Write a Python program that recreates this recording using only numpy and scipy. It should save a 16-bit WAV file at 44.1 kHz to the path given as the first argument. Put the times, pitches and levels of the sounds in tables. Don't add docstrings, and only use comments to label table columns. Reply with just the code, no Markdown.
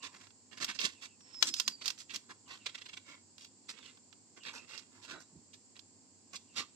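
import sys
import numpy as np
from scipy import signal
from scipy.fft import rfft, irfft
from scipy.io import wavfile
from scipy.ndimage import uniform_filter1d

SR = 44100
rng = np.random.default_rng(int(sys.argv[2]) if len(sys.argv) > 2 else 0)


def put_to_file(sound):
    columns = np.atleast_2d(sound).T
    safe = np.clip(columns, -1, 1)
    whole_steps = np.round(safe * 32767)
    wavfile.write(sys.argv[1], SR, whole_steps.astype(np.int16))


N = 297675

# (frequency [Hz], relative level [dB])
RUMBLE_COLOUR = [(26, -39), (61, -23.5), (81, -14), (96, 4.5), (132, -10.5), (192, -4), (252, 1.5),
                 (335, -5), (610, -15.5), (1020, -15), (1400, -35), (3400, -35), (5900, -48.5)]
# (frequency [Hz], relative level [dB])
HISS_COLOUR = [(2500, -13.5), (3700, -15.5), (4500, -2.5), (6200, -6.5), (7500, 7), (8200, -4),
               (9300, -20.5), (11000, -47.5), (15000, -69)]
# (start [s], length [s], level [dB], first pitch [Hz])
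CHIRPS = [(.935, .075, -62, 3050), (1.06, .11, -69, 3100), (2.45, .07, -66, 3300), (2.595, .055, -63, 3050),
          (3.79, .13, -60, 4400), (4.395, .075, -58, 3300), (6.47, .08, -70, 3200)]
# (start [s], end [s], level [dB])
SQUEAL_SPURTS = [(1.195, 1.34, -65), (1.328, 1.47, -51), (1.49, 1.632, -50), (1.645, 1.765, -51),
                 (1.765, 1.815, -61), (1.81, 1.89, -53)]
# (time [s], pitch [Hz])
SQUEAL_PITCH = [(1.195, 6000), (1.225, 5500), (1.25, 5410), (1.33, 5340), (1.42, 5150), (1.52, 5110),
                (1.7, 4860), (1.81, 4530), (1.9, 4450)]
# (crest [s], length [s], level [dB], pitch [Hz])
HOLLOWS = [(0.06, 0.16, -62.5, 1063), (0.036, 0.095, -59, 2780), (1.493, 0.097, -56.5, 260),
           (1.68, 0.076, -59.5, 245), (2.148, 0.069, -60, 270.6), (2.5, 0.09, -62.5, 1024),
           (4.475, 0.051, -52, 3920), (3.115, 0.11, -59.5, 2222), (4.555, 0.083, -59, 962),
           (4.578, 0.087, -55, 2610), (4.722, 0.12, -58.5, 2700), (4.983, 0.19, -73.5, 980),
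           (5.135, 0.13, -54, 1486), (5.138, 0.19, -64, 3970), (5.152, 0.12, -65, 654),
           (5.365, 0.074, -56.5, 187), (6.599, 0.091, -51, 1161), (6.594, 0.098, -57.5, 255.5)]
# (time [s], relative level [dB], body [dB], left over right [dB])
BEADS = [(0.146, -47.5, 8, -3), (0.2118, -49, 4, -3), (0.269, -50, 3, -2.5), (.305, -52, 0, -2.5),
         (0.644, -23.5, -5, -2), (0.687, -40, 2, 1), (0.713, -38, 6, -5), (0.7894, -23.5, 6, -13),
         (0.803, -30, -16, 3.5), (0.814, -25, -3, -10), (0.854, -22.5, -10.5, -10), (1.206, -54, 2, -1.5),
         (1.343, -46, 6, -2.5), (1.4249, -10.5, 2.5, 4), (1.487, -28.5, -9, -2.5), (1.539, -22.5, -13, -5),
         (1.5986, -17.5, -6.5, -3.5), (1.678, -17.5, -3.5, -2), (1.8192, -40, 7, -11),
         (1.857, -24.5, -9, -3), (1.8788, -20.5, -10, -4), (1.9023, -26.5, -2.5, -5),
         (2.159, -28.5, -7, -1.5), (3.381, -44, -6.5, -3), (3.409, -47, -10, -4.5), (3.4463, -42, -5.5, -3),
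         (3.787, -44, 8, -5.5), (3.858, -48, 0.5, -16), (3.972, -52.5, 5, -1), (4.127, -47, 8, -4.5),
         (4.434, -43, -3, -7.5), (4.494, -47, 16, -2), (4.543, -51, 16, -4), (4.579, -43, 9, -18),
         (5.11, -39, 6, -3.5), (4.777, -35.5, -46, -10), (5.7923, -41, -5.5, -7)]
# (frequency [Hz], relative level [dB])
SNAP_COLOUR = [(62, -56), (250, -18), (560, -10.5), (1100, -2.5), (1500, 4), (2100, -2), (2850, 1.5),
               (5000, 8.5), (6600, 3.5), (7900, -3), (9200, -11.5), (14400, -12.5), (15900, -25)]
# (start [s], length [s], relative level [dB], hollow body [dB], bright edge [dB], left over right [dB])
STROKES = [(0.02, 0.054, -41, 7.5, -0.5, -4.5), (0.113, 0.072, -55.5, 14, 2.5, -1.5),
           (0.183, 0.087, -57.5, 13, 4, -3.5), (0.508, 0.045, -51.5, 15.5, -1, -6),
           (0.568, 0.025, -46, 6.5, -1, -2), (0.597, 0.058, -38, 9.5, 3, -4),
           (0.677, 0.039, -32.5, 1.5, -8, -2.5), (0.739, 0.031, -45, 21, 15, -10),
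           (0.791, 0.084, -33, 1, -4.5, -2), (0.841, 0.026, -32.5, -2, 2.5, -4),
           (1.014, 0.05, -45, 5, 1.5, -3), (1.22, .2, -63, 10, -2, -3.5), (1.456, 0.045, -36, -2.5, 6, -2),
           (1.56, .032, -40, -7, 3, -2.5), (1.808, 0.021, -42, 2.5, -5, -2.5),
           (1.833, 0.072, -38.5, 6.5, 4.5, -4.5), (1.976, 0.052, -48.5, -4.5, 6, -3.5),
           (2.09, 0.036, -45, -0.5, -8, -4), (2.132, 0.037, -36.5, 4.5, 5, -2.5),
           (2.288, 0.036, -47.5, 21, 3, -2), (2.474, 0.1, -48.5, 6.5, -6.5, -2.5),
           (3.052, 0.11, -52.5, 9, -3, -2.5), (3.373, 0.1, -56.5, -9.5, -2, -0.5),
           (3.68, 0.038, -43, 0, -1, -2), (3.711, 0.11, -57, 17, -4, -8.5),
           (3.814, 0.11, -54.5, 5.5, -2.5, -3.5), (4.36, 0.033, -52, 20.5, 5, -3),
           (4.441, 0.066, -41, 2.5, -10.5, -3), (4.524, 0.07, -48, 18, 8.5, -2.5),
           (4.585, 0.0916, -60, 34, 8, -14), (4.665, 0.14, -50.5, 13, 1.5, -5),
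           (4.771, 0.032, -47.5, 21, 22, -12), (4.898, 0.12, -63.5, 20, 7, -3.5),
           (5.013, 0.056, -50, 9, 3.5, -4.5), (5.073, 0.077, -44.5, 11, -2.5, -3.5),
           (5.116, 0.078, -52.5, 35, -9, -7.5), (5.194, 0.034, -52.5, 20, 16, -3.5),
           (5.529, 0.02, -49, -6, -0.5, -1.5), (5.752, 0.028, -55, 3, -6, -2.5),
           (6.323, 0.039, -47.5, 12.5, 2.5, -3.5), (6.352, 0.016, -39, -24.5, -5.5, -2.5),
           (6.554, 0.062, -34, -1, -4.5, -3)]
# (frequency [Hz], relative level [dB])
STROKE_COLOUR = [(62, -19), (135, -15), (265, -6.5), (460, -11), (720, -13.5), (1000, -11), (1850, 0),
                 (2750, -3.5), (4700, 2), (6900, -2), (8100, -4.5), (9400, -19), (14400, -26.5),
                 (15900, -50.5)]
# (start [s], end [s], time between slips [s], relative level of first slip [dB])
JUDDERS = [(2.656, 2.70, 0.028, -32.5), (2.741, 2.83, 0.034, -41.5), (2.853, 2.9, .032, -47),
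           (2.928, 2.985, 0.036, -42)]
# (frequency [Hz], width [Hz], lift [dB])
SLAB_MODES = [(1043.5, 76.5, 7.5), (2730, 190, 6), (3053, 67, -6.5), (3302, 200, 4.5), (4060, 600, 1),
              (4250, 280, -1)]
# (frequency [Hz], lead of left [rad])
PORT_PHASE = [(110, -1), (400, 1), (900, 1.11), (1250, -0.5), (1900, -2.5), (2600, 0.5), (4500, 0.1),
              (8000, -1.86)]
# (frequency [Hz], likeness [0 to 1])
PORT_LIKENESS = [(110, 0.45), (1100, 0.96), (1800, 0.86), (2400, 0.13), (3600, 0.16), (7100, 0.083),
                 (14000, .2)]
# (frequency [Hz], factor on its dB [ratio])
PORT_SHADOW = [(110, 3), (720, 1.03), (1450, 0), (2600, 3.5), (4600, 3), (7100, 1.24), (10500, 0)]

LOOSE_PAN_DB = -2
TICKS_PER_S, TICK_DB, TICK_SPREAD_DB, TICK_BODY_DB = 40, -52, 2.2, -3
CRISP_DB, CRUMBLE_SLOPE = -16, 0.55
BRIGHT_DB, DULLING_SLOPE = -28.5, 0.36
TEAR_ABOVE_DB, TEAR_LEAD_S, TEAR_S = -23.5, 0.025, 0.068
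TEAR_DB, TEAR_BODY_DB, TEAR_EDGE_DB = -31.5, 12, 13
SLIP_S, CHATTER_DB, SLIP_BODY_DB, SLIP_EDGE_DB = 0.018, -47.5, -3, -9.5
BITE_SHARE, ARCH_DB, RELEASE_SHARE = 0.14, 11, 0.26
CRUMBS_DB, CRUMBS_LEAD_S, CRUMBS_TRAIL_S = -24, 0.019, 0.06
DENSE_DB, THINNING_SLOPE = -44, 0.55


def amp(db):
    return 10 ** (np.asarray(db) / 20)


def unit(x):
    return x / np.sqrt(np.mean(x ** 2) + 1e-20)


def read(points, hz):
    f, value = np.transpose(points)
    return np.interp(np.log(hz + 1), np.log(f + 1), value)


def pan(db):
    return amp([[db / 2], [-db / 2]])


def add(mix, s, sound):
    start = round(s * SR)
    part = mix[:, max(start, 0):max(start + sound.shape[1], 0)]
    part += sound[:, max(-start, 0):][:, :part.shape[1]]


def shelf(hz, corner_hz, order=4):
    return 1 - 1 / (1 + (hz / corner_hz) ** order)


def wobble(seconds):
    pole = np.exp(-1 / (seconds * SR))
    return unit(signal.lfilter([1], [1, -pole], rng.standard_normal(N)))


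def causal(db, size=4096):
    cepstrum = irfft(np.log(amp(db)))
    cepstrum[1:size // 2] *= 2
    cepstrum[size // 2 + 1:] = 0
    return np.exp(rfft(cepstrum))


def evened(spectrum, width_hz=450):
    bins = max(round(width_hz * 2 * len(spectrum) / SR), 1)
    power = uniform_filter1d(abs(spectrum) ** 2, bins)
    return spectrum * causal(-10 * np.log10(power + 1e-9))


def steady(colour, db, likeness, pan_db):
    shared, left, right = rng.standard_normal((3, N))
    noise = np.sqrt(likeness) * shared + np.sqrt(1 - likeness) * np.array([left, right])
    gain = amp(read(colour, np.fft.rfftfreq(N, 1 / SR)))
    shaped = irfft(rfft(noise) * gain, N)
    return amp(db) * unit(shaped) * pan(pan_db)


def rumble():
    return steady(RUMBLE_COLOUR, db=-68.5, likeness=0.72, pan_db=-3)


def hiss():
    return steady(HISS_COLOUR, db=-64.5, likeness=0.024, pan_db=-2.5)


def room(near, t60=0.16, wet_db=-17, build_s=0.004):
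    t = np.arange(SR // 2) / SR
    decay = np.exp(-np.log(1000) * t / t60)
    tail = rng.standard_normal((2, len(t))) * decay * (1 - np.exp(-t / build_s))
    tail /= np.linalg.norm(tail, axis=1, keepdims=True)
    return amp(wet_db) * signal.fftconvolve(near, tail, axes=1)[:, :N]


def chirps(rest_hz=2520, glide_share=0.4, jitter=0.048, flutter_db=2.5, pan_db=-4):
    out, waver = np.zeros((2, N)), wobble(0.0004)
    flutter = amp(flutter_db * unit(uniform_filter1d(wobble(0.004), 60)))
    for s, length, db, top_hz in CHIRPS:
        at = np.arange(round(s * SR), round((s + length) * SR))
        u = np.linspace(0, 1, len(at))
        glide = rest_hz + (top_hz - rest_hz) * np.exp(-u / glide_share)
        tone = np.sin(2 * np.pi * np.cumsum(glide * (1 + jitter * waver[at])) / SR)
        out[:, at] += amp(db) * np.sin(np.pi * u) * flutter[at] * tone * pan(pan_db)
    return out


def squeal(pan_db=-6, left_lead_rad=-1.2, fade_s=0.0098):
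    t = np.arange(N) / SR
    hz = np.interp(t, *np.transpose(SQUEAL_PITCH))
    waver = 0.009 * wobble(0.0007)
    flutter_db = 3.2 * uniform_filter1d(wobble(0.004), 60)
    phase = 2 * np.pi * np.cumsum(hz * (1 + waver)) / SR
    level = np.zeros(N)
    for start, end, db in SQUEAL_SPURTS:
        fade = np.clip(np.minimum(t - start, end - t) / fade_s, 0, 1)
        level += amp(db + flutter_db) * fade
    return np.sqrt(2) * level * np.sin([phase + left_lead_rad, phase]) * pan(pan_db)


def swell(crest, rise, fall, edge_db=12):
    at = np.arange(max(round((crest - 2 * rise) * SR), 0), min(round((crest + 2 * fall) * SR), N))
    t = at / SR - crest
    return at, amp(-edge_db * (t / np.where(t < 0, rise, fall)) ** 2)


def hollows(pan_db=-5, grain_db=2.5, grain_s=0.006, wander=0.012, wander_s=0.03):
    out, drift = np.zeros((2, N)), wobble(wander_s)
    rubbing = rng.standard_normal(N) * amp(grain_db * wobble(grain_s))
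    for crest, length, db, hz in HOLLOWS:
        at, bell = swell(crest, rise=0.44 * length, fall=0.56 * length)
        width_hz = 120 + 0.029 * hz
        pole = np.exp(-np.pi * width_hz / SR)
        turn = np.exp(2j * np.pi * np.cumsum(hz * (1 + wander * drift[at])) / SR)
        ring = (turn * signal.lfilter([1], np.poly([pole, pole]), rubbing[at] / turn)).real
        out[:, at] += amp(db) * unit(ring * bell) * np.sqrt(np.mean(bell ** 2)) * pan(pan_db)
    return out


def foam(db_of, pan_db, ring_s, ring_db, crack=(1,), size=4096):
    t, hz = np.arange(size) / SR, np.fft.rfftfreq(size, 1 / SR)
    ring = rng.standard_normal((2, size)) * np.exp(-t / ring_s)
    right, other = rfft(ring / np.linalg.norm(ring, axis=1, keepdims=True))
    right = (1 + amp(ring_db) * right) / np.hypot(1, amp(ring_db))
    same = read(PORT_LIKENESS, hz)
    left = same * right + np.sqrt(1 - same ** 2) * other
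    left, right = (evened(port * rfft(crack, size)) for port in (left, right))
    left = left * np.exp(1j * read(PORT_PHASE, hz))
    side_db = pan_db * read(PORT_SHADOW, hz) / 2
    slab_db = sum(lift / (1 + (2 * (hz - f) / width) ** 2) for f, width, lift in SLAB_MODES)
    ports = np.array([left * amp(side_db), right * amp(-side_db)])
    response = irfft(ports * causal(db_of(hz) + slab_db))
    response = np.roll(response, SR // 1000, axis=1)[:, :size // 2]
    return response / np.sqrt(np.sum(response ** 2) / 2)


def ticks(count=400):
    when, chance, size = rng.random((count, 3)).T
    when = when * N / SR
    firm = [(s, length) for s, length, db, *_ in STROKES if db > TICK_DB]
    rubbed = np.any([(when > s) & (when < s + length) for s, length in firm], axis=0)
    heard = rubbed & (chance * count * SR / N < TICKS_PER_S)
    return [(s, TICK_DB - TICK_SPREAD_DB * np.log(u), TICK_BODY_DB, LOOSE_PAN_DB)
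            for s, u in zip(when[heard], size[heard])]


def snaps(gain_db=17.5, start_s=0.0006, run_s=0.0022, run_db=-1.5, size=800):
    out, t = np.zeros((2, N)), (np.arange(size) - size // 4) / SR
    for s, db, body_db, pan_db in list(BEADS) + ticks():
        run = rng.standard_normal(size) ** 3 * np.exp(np.minimum(t / start_s, -t / run_s))
        crumble_db = CRUMBLE_SLOPE * max(CRISP_DB - db, 0)
        crack = (t == 0) + run * amp(run_db + crumble_db) / np.linalg.norm(run)
        dull_db = DULLING_SLOPE * max(BRIGHT_DB - db, 0)

        def colour(hz):
            body = body_db * (1 - shelf(hz, 2300))
            return read(SNAP_COLOUR, hz) + body - dull_db * shelf(hz, 4600)

        response = foam(colour, pan_db, ring_s=0.0032, ring_db=0.5, crack=crack)
        add(out, s + t[0], amp(db + gain_db) * response)
    return out


def tears():
    return [(s - TEAR_LEAD_S, TEAR_S, db + TEAR_DB, TEAR_BODY_DB, TEAR_EDGE_DB, LOOSE_PAN_DB)
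            for s, db, *_ in BEADS if db > TEAR_ABOVE_DB]


def slips():
    jerks = []
    for start, end, period, first_db in JUDDERS:
        for k, s in enumerate(np.arange(start, end, period)):
            db = CHATTER_DB if k else first_db
            jerks.append((s, SLIP_S, db, SLIP_BODY_DB, SLIP_EDGE_DB, LOOSE_PAN_DB))
    return jerks


def pressure(start, length):
    first = max(round((start - 4 * CRUMBS_LEAD_S) * SR), 0)
    last = min(round((start + 2 * length + 4 * CRUMBS_TRAIL_S) * SR), N)
    at = np.arange(first, last)
    t = at / SR - start
    before, after = np.maximum(-t, 0), np.maximum(t - length, 0)
    bite = np.clip(t / (BITE_SHARE * length), 0, 1)
    arch = amp(-ARCH_DB * (2 * np.clip(t / length, 0, 1) - 1) ** 2)
    rub = bite * arch * np.exp(-after / (RELEASE_SHARE * length))
    crumbs = amp(CRUMBS_DB) * np.exp(-before / CRUMBS_LEAD_S - after / CRUMBS_TRAIL_S)
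    return at, np.hypot(rub, crumbs)


def scrapes(cells_per_s=6500, spread_db=1.0, judder_db=2.0, judder_s=0.001,
            grip_db=1.8, grip_s=0.004, gain_db=-0.5):
    out = np.zeros((2, N))
    size_db = spread_db * np.minimum(rng.exponential(1, N), 4)
    size_db += judder_db * wobble(judder_s) + grip_db * wobble(grip_s)
    ruptured = rng.random(N) < cells_per_s / SR
    cells = unit(amp(size_db) * rng.choice([-1, 1], N) * ruptured)
    chance = rng.random(N)
    for s, length, db, body_db, edge_db, pan_db in list(STROKES) + slips() + tears():
        at, force = pressure(s, length)
        density = min(amp(THINNING_SLOPE * (db - DENSE_DB)), 1)
        force = force * (chance[at] < density) / np.sqrt(density)

        def colour(hz):
            body = body_db * (1 - shelf(hz, 2200))
            return read(STROKE_COLOUR, hz) + body + edge_db * shelf(hz, 4310, order=8)

        response = foam(colour, pan_db, ring_s=0.0026, ring_db=1.0)
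        torn = amp(db + gain_db) * force * cells[at]
        add(out, at[0] / SR, signal.fftconvolve(torn[None], response, axes=1))
    return out


def scene():
    near = chirps() + squeal() + hollows() + snaps() + scrapes()
    return rumble() + hiss() + room(near) + near


def record(dry):
    bass_cut = signal.butter(3, 70, "highpass", fs=SR, output="sos")
    thin = signal.sosfilt(bass_cut, dry)
    band_limit = signal.firwin(511, 15900, window=("kaiser", 9), fs=SR)
    return signal.oaconvolve(thin, band_limit[None], "same")


dry = scene()
out = record(dry)
put_to_file(out)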